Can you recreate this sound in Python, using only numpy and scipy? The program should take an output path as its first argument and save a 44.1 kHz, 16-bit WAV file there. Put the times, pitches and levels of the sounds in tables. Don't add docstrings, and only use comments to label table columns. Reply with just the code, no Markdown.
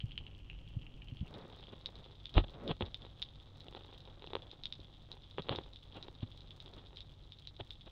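import sys
import numpy as np
from scipy import signal
from scipy.fft import rfft, irfft, next_fast_len
from scipy.io import wavfile
from scipy.ndimage import map_coordinates

SR = 44100
rng = np.random.default_rng(int(sys.argv[2]) if len(sys.argv) > 2 else 0)


def wrap_up_sound(samples):
    columns = np.atleast_2d(samples).T
    tamed = np.clip(columns, -1, 1)
    steps = np.round(tamed * 32767).astype(np.int16)
    wavfile.write(sys.argv[1], SR, steps)


N = 348831
MOVE_S = 1.28


def amp(db):
    return 10 ** (np.asarray(db) / 20)


def unit(x):
    return x / np.sqrt(np.mean(x ** 2) + 1e-20)


def gains(points, hz):
    f, db = np.transpose(points)
    return amp(np.interp(np.log(hz + 1), np.log(f + 1), db))


def wobble(rate):
    knots = rng.standard_normal(int(N * rate / SR) + 4)
    return map_coordinates(knots, [np.arange(N) * rate / SR])


def filtered(x, response):
    m = next_fast_len(N + SR // 2)
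    spectrum = rfft(x, m) * response(np.fft.rfftfreq(m, 1 / SR))
    return irfft(spectrum, m)[:N]


def noise(spectrum):
    return unit(filtered(rng.standard_normal(N), lambda hz: gains(spectrum, hz)))


def ring(spectrum, shift=1, size=2048):
    hz = np.fft.rfftfreq(size, 1 / SR) / shift
    cepstrum = irfft(np.log(gains(spectrum, hz)))
    cepstrum[1:size // 2] *= 2
    cepstrum[size // 2 + 1:] = 0
    answer = irfft(np.exp(rfft(cepstrum)))
    return answer / np.abs(answer).max()


def through(x, answer):
    return signal.fftconvolve(x, answer)[:len(x)]


def add(track, s, sound):
    start = int(np.clip(round(s * SR), 0, N - 1))
    track[start:start + len(sound)] += sound[:N - start]


def pops(rate, spread_db, most_db):
    size_db = most_db * np.tanh(spread_db * rng.exponential(size=N) / most_db)
    happens = rng.random(N) < rate / SR
    return happens * amp(size_db) * rng.choice([-1, 1], N)


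def by_place(before, after):
    return np.where(np.arange(N) / SR < MOVE_S, before, after)


def swell(s, rise, fall):
    u = np.arange(N) / SR - s
    return np.exp(-np.maximum(-u / rise, u / fall))


def seabed(echo_db, paths=1800):
    t60, delay = .08, .0045
    t = np.arange(SR // 10) / SR
    echoes = (rng.random(len(t)) < paths / SR) * rng.standard_normal(len(t))
    echoes *= amp(-60 * t / t60) * (1 - np.exp(-(t / delay) ** 2))
    return (t == 0) + amp(echo_db) * echoes / (np.linalg.norm(echoes) + 1e-9)


# frequency in Hz, relative level in dB.
WALL_SPECTRUM = [(200, -59.5), (900, -26.5), (1800, -24.5), (2600, -16), (3200, -7.5), (3700, 3.5),
                 (4050, -6.5), (4400, -15), (5100, -18), (6300, -37), (8500, -50.5), (10000, -49.5),
                 (12000, -70), (16000, -61)]
WALL_HZ = 3700


def wall_ring(hz):
    return ring(WALL_SPECTRUM, hz / WALL_HZ)


RING_HZ = (3010, 3585)
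RING_SPREAD = .075
COLONY_DB = (-64.5, -63)
COLONY_WAVER_DB = 0.17
EBB_DB_PER_S = .5


def far_shrimp():
    out = np.zeros(N)
    for bend in np.exp(RING_SPREAD * np.linspace(-1, 1, 5)):
        clicks = pops(rate=13, spread_db=8, most_db=21)
        fizz = pops(rate=140, spread_db=5, most_db=16)
        colony = unit(through(clicks, seabed(echo_db=-6))) + amp(-4) * unit(fizz)
        before, after = [unit(through(colony, wall_ring(bend * hz))) for hz in RING_HZ]
        out += by_place(before, after)
    ebb_db = EBB_DB_PER_S * np.maximum(np.arange(N) / SR - MOVE_S, 0)
    level_db = by_place(*COLONY_DB) - ebb_db + COLONY_WAVER_DB * wobble(4)
    return amp(level_db) * unit(out)


# frequency in Hz, relative level in dB.
PRICKLE_SPECTRUM = [(2500, -2.5), (4500, 3), (5600, -4.5), (8500, -13), (10000, -14.5), (12000, -25.5),
                    (16000, -13.5)]


def tiny_snaps():
    clicks = pops(rate=55, spread_db=8, most_db=24)
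    scattered = through(clicks, seabed(echo_db=-7))
    return amp(-82) * unit(through(scattered, ring(PRICKLE_SPECTRUM)))


# frequency in Hz, relative level in dB.
RUMBLE_SPECTRUM = [(15, -3), (30, 1.5), (55, 1), (78, -5.5), (110, -4), (140, -4.5), (200, -16), (300, -17),
                   (600, -35), (1500, -71.5)]
RUMBLE_DB = (-53, -59)
WAKE_DB, SETTLE_S = -25.5, 0.086


def water_rumble():
    wake = sum(amp(db + WAKE_DB) * swell(s, 1 / hz, SETTLE_S) for s, db, hz, _ in BUMP_EVENTS)
    level = np.hypot(amp(by_place(*RUMBLE_DB)), wake)
    return level * amp(wobble(7.8)) * noise(RUMBLE_SPECTRUM)


# time of the peak in seconds, flow level in dB, rise and fall time constants in seconds.
STROKES = [(1.37, -54.5, 0.082, 0.16), (1.988, -62.5, 0.43, 0.17), (2.698, -49, 0.12, 0.0085),
           (2.83, -53.5, 0.015, 0.044), (3.03, -60.5, 0.061, 0.054), (3.75, -64.5, .55, 0.9),
           (4.43, -63, 0.26, 0.14), (5.121, -64, 0.069, .08), (5.54, -56.5, 0.075, 0.12),
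           (6.0, -62, 0.087, 0.16), (6.77, -64, 0.34, 0.23)]
DRIFT_DB = -72.5


def flow():
    power = sum((amp(db) * swell(s, rise, fall)) ** 2 for s, db, rise, fall in STROKES)
    return 10 * np.log10(amp(DRIFT_DB) ** 2 + power)


# frequency in Hz, height over the plain answer in dB, time to fall by 60 dB in seconds.
HOUSING_MODES = [(357, -8.5, 0.035), (525, -2, 0.032), (814, -11, 0.041), (1278, -5.5, 0.14),
                 (1897, 0.5, 0.13), (2800, -12, 0.026), (3300, -8.5, 0.12)]


def housing(x):
    t = np.arange(SR // 10) / SR
    modes = np.zeros(len(t))
    for hz, db, t60 in HOUSING_MODES:
        scale = 2 * np.log(1000) / (t60 * SR)
        modes += amp(db - 60 * t / t60) * scale * np.cos(2 * np.pi * hz * t)
    return through(x, (t == 0) + modes)


# frequency in Hz, relative level in dB.
SWISH_SPECTRUM = [(60, -8), (180, 1), (480, -4.5), (750, -5), (1150, -9), (1600, -15), (3500, -24.5),
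                  (5000, -58.5)]


def water_swish(flow_db, small_most_db=-56, large_from_db=-57, large_growth=2.3):
    eddies = pops(rate=900, spread_db=4, most_db=13)
    small_db = np.minimum(flow_db, small_most_db) + 0.96 * wobble(30)
    small = amp(small_db) * unit(through(eddies, ring(SWISH_SPECTRUM)))
    large_db = large_from_db + large_growth * (flow_db - large_from_db)
    large_spectrum = [(50, -3), (110, 5.5), (230, 2.5), (560, 1.5), (850, -25), (3000, -60.5)]  # (Hz, dB)
    return housing(small) + amp(large_db) * noise(large_spectrum)


# frequency in Hz, rms level in dB.
HUM_TONES = [(47.5, -64.5), (95.5, -64), (144, -71.5)]


def hum():
    t = np.arange(N) / SR
    return sum(amp(db) * unit(np.sin(2 * np.pi * hz * t + wobble(5))) for hz, db in HUM_TONES)


# frequency in Hz, relative level in dB.
HISS_SPECTRUM = [(100, 21.5), (5800, 11), (8000, 3), (10000, -1.5), (12000, -5)]


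def hiss():
    return amp(-80.5) * noise(HISS_SPECTRUM)


# start in seconds, peak of the direct sound in dB, pitch of the wall's ring in Hz.
NEAR_SNAPS = [(0.0044, -34.5, 3080), (0.1186, -41.5, 3230), (0.178, -27.5, 3070), (0.2664, -39.5, 3020),
              (0.4994, -37.5, 2760), (1.3407, -42.5, 3700), (1.8594, -26, 3810), (2.2563, -31.5, 3600),
              (2.3412, -36.5, 3770), (2.678, -31, 3610), (2.9444, -29, 3570), (3.2196, -29.5, 3700),
              (3.2255, -25, 3670), (4.5148, -38, 3800), (4.6362, -33, 3860), (4.6558, -26, 3650),
              (4.7251, -29, 3710), (5.1167, -34, 3870), (5.4211, -39, 3800), (5.5599, -30, 3740),
              (5.7597, -40, 3640), (6.0271, -35.5, 3900), (6.5074, -39.5, 3470), (6.6025, -38, 3710),
              (6.9605, -47, 4000), (6.9711, -36, 3600), (7.006, -36.5, 3800), (7.3215, -39, 3600),
              (7.4729, -33.5, 3900), (7.7067, -33, 3620)]
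ECHO_DB = -8


def near_shrimp():
    out = np.zeros(N)
    for s, db, hz in NEAR_SNAPS:
        echo_db = ECHO_DB - .35 * (db + 30)
        add(out, s, amp(db) * through(seabed(echo_db), wall_ring(hz)))
    return out


# time of the peak in seconds, level in dB, pitch in Hz, upper partial in dB relative to the lower.
BUMP_EVENTS = [(0.042, -28, 110, -32), (0.771, -27.5, 110.5, -18), (1.126, -35.5, 105, -11.5),
               (1.214, -31, 87.4, -9.5), (1.229, -33, 152, -27), (2.374, -17.5, 40.9, -5.5),
               (2.71, -27.5, 148, -12), (2.811, -30, 235, -5), (2.828, -31.5, 89.5, -11),
               (4.795, -46.5, 298, -24), (5.397, -36, 166, -20), (5.510, -29, 123, -11),
               (5.582, -43, 69.4, -9), (6.233, -30.5, 106, -8.5), (7.612, -37.5, 119, -14.5)]
RISE_CYCLES, DECAY_CYCLES = 0.4, 0.93
OVERTONE = 2.273


def bumps():
    out, t = np.zeros(N), np.arange(N) / SR
    for s, db, hz, upper_db in BUMP_EVENTS:
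        near = np.abs(t - s) < .15
        cycles = hz * (t[near] - s)
        envelope = np.exp(-np.where(cycles < 0, (cycles / RISE_CYCLES) ** 2, cycles / DECAY_CYCLES))
        low = np.sin(2 * np.pi * (cycles + rng.random()))
        high = np.sin(2 * np.pi * (OVERTONE * cycles + rng.random()))
        out[near] += amp(db) * envelope * (low + amp(upper_db) * high)
    return out


# frequency in Hz, relative level in dB.
KNOCK_SPECTRUM = [(30, -14.5), (150, -11), (260, -8), (400, 6.5), (650, -9), (900, 0.5), (1400, -10.5),
                  (2200, -13.5), (3500, -6.5), (5000, -94), (8000, -74.5)]


def knock(shift=1):
    return ring(KNOCK_SPECTRUM, shift)


# frequency in Hz, relative level in dB.
CLACK_SPECTRUM = [(300, -18), (1500, -11), (2400, -4), (3400, 4.5), (3900, 1.5), (4400, -20), (6500, -52),
                  (16000, -82)]


def clack(shift=1):
    return ring(CLACK_SPECTRUM, shift)


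def creaks(flow_db, brisk_db=-63, tick_db=-66):
    slips = pops(rate=16, spread_db=5, most_db=12)
    motion_db = 1.7 * np.minimum(flow_db - brisk_db, 0)
    ticks = unit(through(slips, knock() + amp(-1.5) * clack()))
    return amp(motion_db + tick_db) * ticks


# time of the peak in seconds, level in dB, half length (standard deviation) in seconds.
SCRAPE_STROKES = [(1.732, -50, 0.0062), (2.38, -33.5, 0.016), (2.443, -46.5, 0.0033), (2.704, -40.5, 0.016),
                  (2.822, -43, 0.0068), (3.771, -46, 0.0046), (5.394, -43, 0.0077), (5.521, -41.5, 0.013),
                  (5.55, -55, 0.045), (5.97, -49.5, 0.014), (6.231, -48, 0.0065), (6.78, -59, 0.018),
                  (7.605, -46, 0.0065), (7.874, -51, 0.0057)]
# frequency in Hz, relative level in dB.
GRIT_SPECTRUM = [(40, -2), (200, 7), (450, 1.5), (900, -2), (2100, -16), (3400, -2.5), (3900, -8),
                 (4500, -24.5), (6000, -55), (10000, -87.5)]


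def scrapes():
    t = np.arange(N) / SR
    pressure = sum(amp(db) * np.exp(-((t - s) / half) ** 2 / 2) for s, db, half in SCRAPE_STROKES)
    slips = pops(rate=2200, spread_db=8, most_db=12)
    return pressure * unit(through(slips, ring(GRIT_SPECTRUM)))


# start in seconds, knock level in dB, clack of the wall in dB relative to the knock.
TAP_CONTACTS = [(2.38, -14, -16), (2.7137, -25.5, -1.5), (2.8087, -24, -8), (2.8229, -30, 4),
                (3.6839, -42.5, 3.5), (3.7493, -34.5, -2), (4.2223, -42, 2.5), (4.2424, -36.5, -3),
                (4.273, -40, 2), (4.3339, -28, -2), (4.3534, -21.5, -2.5), (4.3663, -30, -8),
                (5.3832, -23.5, -20), (5.3933, -35, -12), (5.4866, -32, -1.5), (5.4934, -21.5, -5.5),
                (5.526, -27, -17), (5.5513, -30.5, -3.5), (5.5866, -26, -7), (6.0836, -36.5, -10),
                (7.6086, -36.5, 4.5)]


def taps():
    out = np.zeros(N)
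    for s, db, wall_db in TAP_CONTACTS:
        knock_shift, clack_shift = np.exp(rng.normal(0, [.09, .025]))
        contact = knock(knock_shift) + amp(wall_db) * clack(clack_shift)
        add(out, s, -amp(db) * contact)
    return out


def scene():
    flow_db = flow()
    shrimp = far_shrimp() + tiny_snaps() + near_shrimp()
    water = water_rumble() + water_swish(flow_db)
    gear = bumps() + housing(creaks(flow_db) + scrapes() + taps())
    return (shrimp + water + gear)[None]


def record(dry):
    top_hz = 15750
    return filtered(dry[0] + hum() + hiss(), lambda hz: hz < top_hz)[None]


dry = scene()
out = record(dry)
wrap_up_sound(out)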